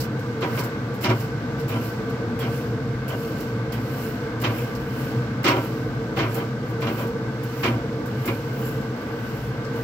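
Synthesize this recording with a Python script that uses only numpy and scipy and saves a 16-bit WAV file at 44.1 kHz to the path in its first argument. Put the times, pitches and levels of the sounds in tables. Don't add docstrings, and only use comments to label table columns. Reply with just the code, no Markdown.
import sys
import numpy as np
from scipy import signal
from scipy.fft import rfft, irfft, next_fast_len
from scipy.io import wavfile
from scipy.ndimage import uniform_filter1d

SR = 44100
rng = np.random.default_rng(int(sys.argv[2]) if len(sys.argv) > 2 else 0)


def volts_from_decibels(level):
    exponent = np.asarray(level, float) / 20
    return 10 ** exponent


def dump_mix(stems):
    frames = np.atleast_2d(stems).T
    limited = np.clip(frames, -1, 1)
    pcm = np.round(limited * 32767).astype(np.int16)
    wavfile.write(sys.argv[1], SR, pcm)


N = 433503
M = next_fast_len(N + SR // 4)
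HZ = np.maximum(np.fft.rfftfreq(M, 1 / SR), 1)
T = np.arange(M) / SR

# pitch_hz, level_db
ROAR_COLOUR = [(25, -38), (45, -31.5), (90, -16.5), (160, -13), (300, -12.5), (400, -20), (600, -22.5),
               (1200, -25), (1650, -27.5), (1850, -32.5), (3200, -40.5), (5400, -45), (8000, -53),
               (9800, -60), (16000, -49)]
# pitch_hz, width_hz, level_over_roar_db
BARREL_HUMS = [(61, 13.6, 12), (119.5, 9.35, 16), (130.1, 10.4, 13.5), (204.4, 43, 4), (239.6, 20, 3),
               (310.3, 17, 6), (458.2, 26, 18), (679, 17, 4), (870, 13, 2.5), (1025, 7.1, -10),
               (1162.6, 5.8, 11), (1528, 45, 10.5), (1950, 38, 6.5), (2136, 32, 9)]
# time_s, level_db
DRAUGHT_LEVELS = [(0.0, -40), (0.13, -48), (0.19, -57), (0.41, -57), (1.45, -49), (2.63, -45), (2.82, -44),
                  (2.93, -34), (2.98, -44), (6.24, -43.5), (6.38, -57), (7.09, -47), (7.56, -57),
                  (7.64, -42.5), (9.31, -48), (9.42, -35), (9.53, -41), (9.83, -51)]
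# start_s, peak_db, low_bars_db, barrel_drum_db, rattle_length_s
LANDINGS = [(0.4154, -20, 5.5, -4, 0.031), (0.465, -35, 7, 16, 0.025), (0.571, -22.5, 3, -1, 0.026),
            (1.027, -23, 0, -6, 0.04), (1.038, -15, 0, 0, 0.029), (1.087, -19.5, 2.5, -14, 0.025),
            (1.688, -28.5, 5.5, 7, 0.092), (2.402, -24, 0.5, 1, 0.053), (3.084, -32.5, 7, -23, 0.068),
            (3.707, -33, 3, 7, 0.093), (4.416, -25.5, 7.5, -15, 0.037), (4.436, -11, -4, -4, 0.02),
            (5.4387, -14.5, 3.5, -8, 0.048), (5.462, -9, -4, -19, 0.035), (5.54, -28, 7, 3, 0.049),
            (6.163, -22, 3.5, -19, 0.049), (6.186, -18, 0.5, -2.5, 0.059), (6.347, -27, 5.5, -6, 0.075),
            (6.8169, -20, 2, 0.5, 0.026), (6.866, -20.5, 3, -11, 0.035), (6.975, -29.5, 8.5, 4, 0.066),
            (7.629, -14.5, -1, -1, 0.046), (8.242, -30.5, 7, 8, 0.03), (8.275, -22, 4.5, -5, 0.021)]
# pitch_hz, width_hz, level_db
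THIN_BARS = [(2150, 140, 0), (2366, 74, 1.5), (2570, 34, 0), (2836, 29, 4.5), (3090, 44, 2.5),
             (3830, 92, -29), (4520, 75, -4), (5320, 33, 0), (5490, 60, 6), (5900, 37, 0), (5920, 30, 10),
             (7360, 55, -5)]
# pitch_hz, width_hz, level_db
HEAVY_BARS = [(279, 23, -2), (323, 31, 1), (368, 18.4, 0), (555, 57, -2.5), (653, 16, -5.5),
              (765, 18.5, -4), (954, 32, -3), (1360, 9.3, -4)]
# pitch_hz, level_db
CLANG_COLOUR = [(710, -4), (1200, 8.5), (1520, 2.5), (3140, -0.5), (5340, -13), (6530, -21), (7600, -23),
                (9000, -61), (11700, -66), (19800, -120)]
# start_s, pitch_hz, peak_db, fade_60db_s
CLINKS = [
    (1.044, 5300, -27, 0.0033),
    (1.716, 2470, -32, .008),
    (2.402, 3260, -37, 0.016),
    (3.1, 3000, -37, .012),
    (3.728, 3200, -39, .012),
    (4.585, 2470, -31, 0.0041),
    (7.634, 2360, -24, .015),
    (7.665, 3030, -36, .02),
    (8.276, 2330, -25, .015),
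    (8.649, 12250, -40, .05),
]
# touch_s, fastest_s, lift_s, splay_on_touching_db, slide_at_full_speed_db
STROKES = [(0.0, 0.045, 0.066, -41, -52), (.407, 0.584, 0.75, -54, -45.5), (1.009, 1.04, 1.09, -46, -39.5),
           (1.09, 1.21, 1.33, -49, -46), (1.58, 1.594, 1.66, -62, -54), (1.68, 1.853, 2.03, -42.5, -47),
           (2.39, 2.55, 2.78, -44, -49), (3.08, 3.23, 3.45, -43, -49.5), (3.318, 3.39, 3.6, -58, -51.5),
           (3.732, 4.01, 4.32, -47, -47), (4.414, 4.586, 4.85, -42, -46), (4.796, 5.02, 5.27, -60, -47.5),
           (5.431, 5.491, 6.2, -47, -52), (5.51, 5.65, 5.73, -52, -48.5), (5.66, 5.76, 5.3, -56, -58),
           (6.16, 6.35, 6.52, -54, -46), (6.64, 6.7, 6.77, -70, -56), (6.805, 7, 7.13, -51, -46),
           (7.428, 7.65, 7.83, -60, -47), (8.1, 8.277, 8.63, -64, -49.5), (8.45, 8.647, 8.95, -66, -47),
           (8.96, 9.007, 10, -59, -61), (9.07, 9.35, 9.7, -69, -53.5), (9.735, 9.759, 9.95, -60, -54)]
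# start_s, peak_db, head_share_db, ring_share_db
CATCHES = [(0.0024, -29, 0.5, 1), (0.033, -36, -6, -6), (0.1905, -43, -5, -11), (0.407, -45, -4, -6),
           (0.588, -25.5, -4, -6), (0.635, -28, -10, -6), (0.9393, -38, -11, -6), (1.0136, -38, -5, -8),
           (1.1982, -34, -7, -6), (1.5953, -41, -3, -6), (1.6851, -38, -14, -6), (2.0946, -41.5, -3, -6),
           (2.3955, -37, -9, -3), (3.0844, -38, -13, -6), (3.4017, -32, -10, -9), (3.7204, -32, -6, -3),
           (4.3984, -39, -3, 0), (4.7486, -37.5, -2, -10), (5.4415, -30, 3.5, -9), (5.478, -25, 3.5, -11),
           (6.1709, -36, -15, -4), (6.3405, -27, -16, -6), (6.8074, -39, -15, -4), (7.0683, -39, -13, -1),
           (7.429, -38, -19, 8), (8.056, -35.5, -10, -8), (8.254, -24, -16, -9), (8.6492, -43, -17, -2),
           (9.6444, -51, 11, 7), (9.7507, -46, -16, -8)]
# pitch_hz, level_db
HISS_COLOUR = [(3530, -39), (6000, -17), (7460, -1.5), (8570, -13), (9940, -6.5), (11900, 1), (13400, -1.5),
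               (15100, 4.5), (16000, -9)]
# pitch_hz, width_hz, level_db
WIRE_LENGTHS = [(7360, 220, -8.5), (9460, 420, -8.5), (11940, 140, -5), (12250, 130, -3.5),
                (14500, 200, -7), (14650, 220, -6), (15250, 300, -2)]
# pitch_hz, likeness_0_to_1
SIDE_LIKENESS = [(60, 1), (130, 0.98), (290, 1), (640, 0.89), (1410, 0.32), (3100, 0.15), (6820, -0.0),
                 (15000, -0.0)]
# pitch_hz, left_minus_right_db
SIDE_BALANCE = [(60, 2), (110, 0.5), (200, 2), (380, -2.5), (700, -1), (1290, 4), (2380, -3.5),
                (4400, -10.5), (8120, -4.5), (15000, 2.5)]
# pitch_hz, share_0_to_1
WALL_SHARES = [(400, 0.48), (900, 0.57), (2000, 0.026), (5000, 0.043), (12000, 0.01)]

ROAR_DB = -27
RUMBLE_FOLLOW, BOOM_FOLLOW, BOOM_SAG_DB_PER_S = 0.9, 0.099, 0.24
RATTLE_T60_S, T60_S_PER_DB = 0.26, 0.01
BRIGHT_FADE_DB_PER_S = 0.2
SPLAY_DB_PER_S, START_DB, LIFT_DB = 260, 15, 26
SPEED_UP, SLOW_DOWN = 0.87, 1.3
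HEAD_DB, HEAD_FOLLOW, BAR_DB, BAR_FOLLOW = -52, 0.4, -48, 0.5
HEAD_FADE_DB_PER_S = 0.5
CATCH_T60_S = 0.14
WALL_LAG_S, PORT_LAG_S, TOP_HZ = 0.0008, 0.0001, 15800


def unit(x):
    return x / np.sqrt(np.mean(x ** 2))


def read(table):
    hz, value = np.transpose(table)
    return np.interp(np.log(HZ), np.log(np.maximum(hz, 1)), value)


def modes(table):
    return sum(volts_from_decibels(db) * 1j * HZ * w / (hz ** 2 - HZ ** 2 + 1j * HZ * w) for hz, w, db in table)


def shape(x, response):
    return rfft(x) * response / np.sqrt(np.mean(np.abs(response) ** 2))


def walk(rate):
    k = int(SR / rate)
    levels = np.repeat(rng.standard_normal(M // 200), k)[:M]
    return unit(uniform_filter1d(uniform_filter1d(levels, k), k))


def grains(rate, spread_db):
    chance = rng.random((2, 2, M), dtype=np.float32)
    size = (np.abs(2 * chance[1] - 1) + 1 / 300) ** (-spread_db * np.log(10) / 20)
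    return unit((chance[0] < rate / SR) * np.sign(chance[1] - 0.5) * size)


def bursts(s, db, hold, t60, rise):
    power, t = np.zeros(M + SR), T[:SR // 3]
    for start, peak_db, length, fall in np.broadcast(s, db, hold, t60):
        k = int(max(start, 0) * SR)
        fade = volts_from_decibels(peak_db - 60 * np.clip(t - length, 0, 1) / max(fall, 0.01))
        power[k:k + len(t)] += (np.clip(t / rise, 0, 1) * fade) ** 2
    return np.sqrt(power[:M])


def roar():
    colour = volts_from_decibels(read(ROAR_COLOUR)) * np.sqrt(1 + np.abs(modes(BARREL_HUMS)) ** 2)
    air = rfft(rng.standard_normal((2, M))) * colour
    s, db = np.transpose(DRAUGHT_LEVELS)
    draught_db = np.interp(T, s, db - np.mean(db))
    rumble_db = RUMBLE_FOLLOW * draught_db
    boom_db = BOOM_FOLLOW * draught_db - BOOM_SAG_DB_PER_S * (T - T.mean())
    out = 0
    for hz, gust_db in zip((35, 130, 500, 2000, 8000), (rumble_db, boom_db, 0, 0, 0)):
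        band = np.cos(np.pi / 4 * np.clip(np.log2(HZ / hz), -2, 2)) ** 2
        out = out + volts_from_decibels(gust_db + 0.8 * walk(6)) * irfft(air * band, M)
    return rfft(volts_from_decibels(ROAR_DB) * unit(out))


def panel_buzz(s, db):
    phase = 2 * np.pi * 114 * T + 0.86 * walk(6.5)
    panel = np.cos(phase) + 0.5 * np.cos(2 * phase) + 0.083 * np.cos(3 * phase)
    return rfft(panel * bursts(s + 0.03, db - 5.5, 0.41 * 0 + LANDING_HOLD(), 0.41, 0.024))


def LANDING_HOLD():
    return np.transpose(LANDINGS)[4]


def grate():
    s, db, low_db, drum_db, hold = np.transpose(LANDINGS)
    t60 = RATTLE_T60_S + T60_S_PER_DB * (db + 16)
    chatter = volts_from_decibels(1.5 * walk(60))
    clang = volts_from_decibels(read(CLANG_COLOUR))
    rattle, patter = grains(10000, 2.8), grains(12000, 3.5)

    bright_db = db - 21.5 - BRIGHT_FADE_DB_PER_S * (s - s.mean())
    bright_hits = bursts(s, bright_db, 0.6 * hold, 0.65 * t60, 0.0046)
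    bright = shape(patter * chatter * bright_hits, clang * (HZ / (HZ + 4000)) ** 2)

    linger = bursts(s, db - 26.5, hold, 2.1 * t60, 0.022)
    bar_hits = np.hypot(bursts(s, db - 14, hold, 0.63 * t60, 0.0069), linger)
    bar_ring = np.hypot(1, np.abs(volts_from_decibels(9.5) * modes(THIN_BARS)))
    bars = shape(rattle * chatter * bar_hits, clang * bar_ring / (1 + (HZ / 3000) ** 2))

    frame_hits = bursts(s, db + low_db - 9.5, hold, 1.5 * t60, 0.012)
    frame_ring = modes(HEAVY_BARS) / (1 + (HZ / 1800) ** 4)
    frame = shape(grains(4000, 3.0) * chatter * frame_hits, frame_ring)
    return bright + bars + frame + panel_buzz(s, db + drum_db)


def clinks():
    out, t = np.zeros((2, M)), T[:SR // 5]
    for s, hz, db, t60 in CLINKS:
        taps = rng.standard_normal((2, len(t))) * np.exp(-t / 0.027)
        tone = np.sin(2 * np.pi * hz * t) * volts_from_decibels(-60 * t / t60)
        ring = signal.fftconvolve(taps, tone[None], axes=1)[:, :len(t)]
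        out[:, int(s * SR):][:, :len(t)] += volts_from_decibels(db) * ring / np.abs(ring).max(axis=1, keepdims=True)
    return rfft(out)


def contact():
    power, touch = np.full(M, 1e-12), np.zeros(M)
    for start, fastest, lift, splay_db, slide_db in STROKES:
        on = slice(int(max(start, 0) * SR), int(lift * SR))
        before = np.clip((fastest - T[on]) / (fastest - start), 0, 1)
        after = np.clip((T[on] - fastest) / (lift - fastest), 0, 1)
        slide = volts_from_decibels(slide_db - START_DB * before ** SPEED_UP - LIFT_DB * after ** SLOW_DOWN)
        splay = volts_from_decibels(splay_db - SPLAY_DB_PER_S * (T[on] - start))
        power[on] += slide ** 2 + splay ** 2
        touch[on] = 1
    return 10 * np.log10(power), uniform_filter1d(touch, size=130)


def wires(drive, sharp):
    out, plucks = 0, grains(5000, 3.6)
    for hz, width, db in WIRE_LENGTHS:
        radius = np.exp(-np.pi * width / SR)
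        swell = volts_from_decibels(db) * np.hypot(volts_from_decibels(5.0 * walk(22)) * drive, sharp)
        feedback = [1, -2 * radius * np.cos(2 * np.pi * hz / SR), radius ** 2]
        out = out + np.sqrt(width / SR) * signal.lfilter([1, 0, -1], feedback, plucks * swell)
    return rfft(out)


def bristles():
    hiss_db, touch = contact()
    press = touch * volts_from_decibels(hiss_db) * volts_from_decibels(0.87 * walk(43))
    s, db, body_db, ring_db = np.transpose(CATCHES)
    t60 = CATCH_T60_S

    tips = np.hypot(volts_from_decibels(-2.0) * press, bursts(s, db - 13.0, 0.0096, t60, 0.0035))
    hiss = shape(grains(10000, 3.4) * tips, volts_from_decibels(read(HISS_COLOUR)))
    ringing = wires(volts_from_decibels(-5) * press, bursts(s, db + ring_db - 18, 0.009, t60, 0.007))

    drag = grains(10000, 3.0)
    head_db = HEAD_DB + HEAD_FOLLOW * (hiss_db + 50.5) - HEAD_FADE_DB_PER_S * (T - T.mean())
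    head_hits = bursts(s, db + body_db - 10.5, 0.0074, t60, 0.0022)
    head_drive = np.hypot(volts_from_decibels(-5) * touch * volts_from_decibels(head_db), head_hits)
    head_ring = modes([(4430, 1000, 0), (5330, 1800, 4.5), (7470, 620, -2.5)]) ** 2
    head = shape(drag * head_drive, head_ring)

    bar_drive = volts_from_decibels(-6.5) * touch * volts_from_decibels(BAR_DB + BAR_FOLLOW * (hiss_db + 54.5))
    bar_ring = modes([(2310, 950, 0.88), (2650, 420, -0.15), (2930, 250, -2.8)]) ** 2
    bars = shape(drag[:, ::-1] * bar_drive, bar_ring)
    return hiss + ringing + head + bars


def scene():
    first, second = roar() + grate() + clinks() + bristles()
    like = np.clip(read(SIDE_LIKENESS), 0, 1)
    early = np.clip(read(WALL_SHARES), 0, 1) * np.sqrt(1 - like ** 2)
    shared = like + early * np.exp(2j * np.pi * HZ * WALL_LAG_S)
    own = np.sqrt(1 - like ** 2 - early ** 2)
    balance_db = read(SIDE_BALANCE) / 2
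    right = (shared * first + own * second) * volts_from_decibels(-balance_db)
    left = first * volts_from_decibels(balance_db) * np.exp(2j * np.pi * HZ * PORT_LAG_S)
    return irfft(np.array([left, right]) * np.sqrt(2 / (1 + like)), M)[:, :N]


def band_limit(x):
    return signal.sosfilt(signal.butter(12, 17090, fs=SR, output="sos"), x)


def record(dry):
    mix = irfft(rfft(dry, M) * (HZ < TOP_HZ), M)[:, :N]
    return band_limit(mix)


dry = scene()
out = record(dry)
dump_mix(out)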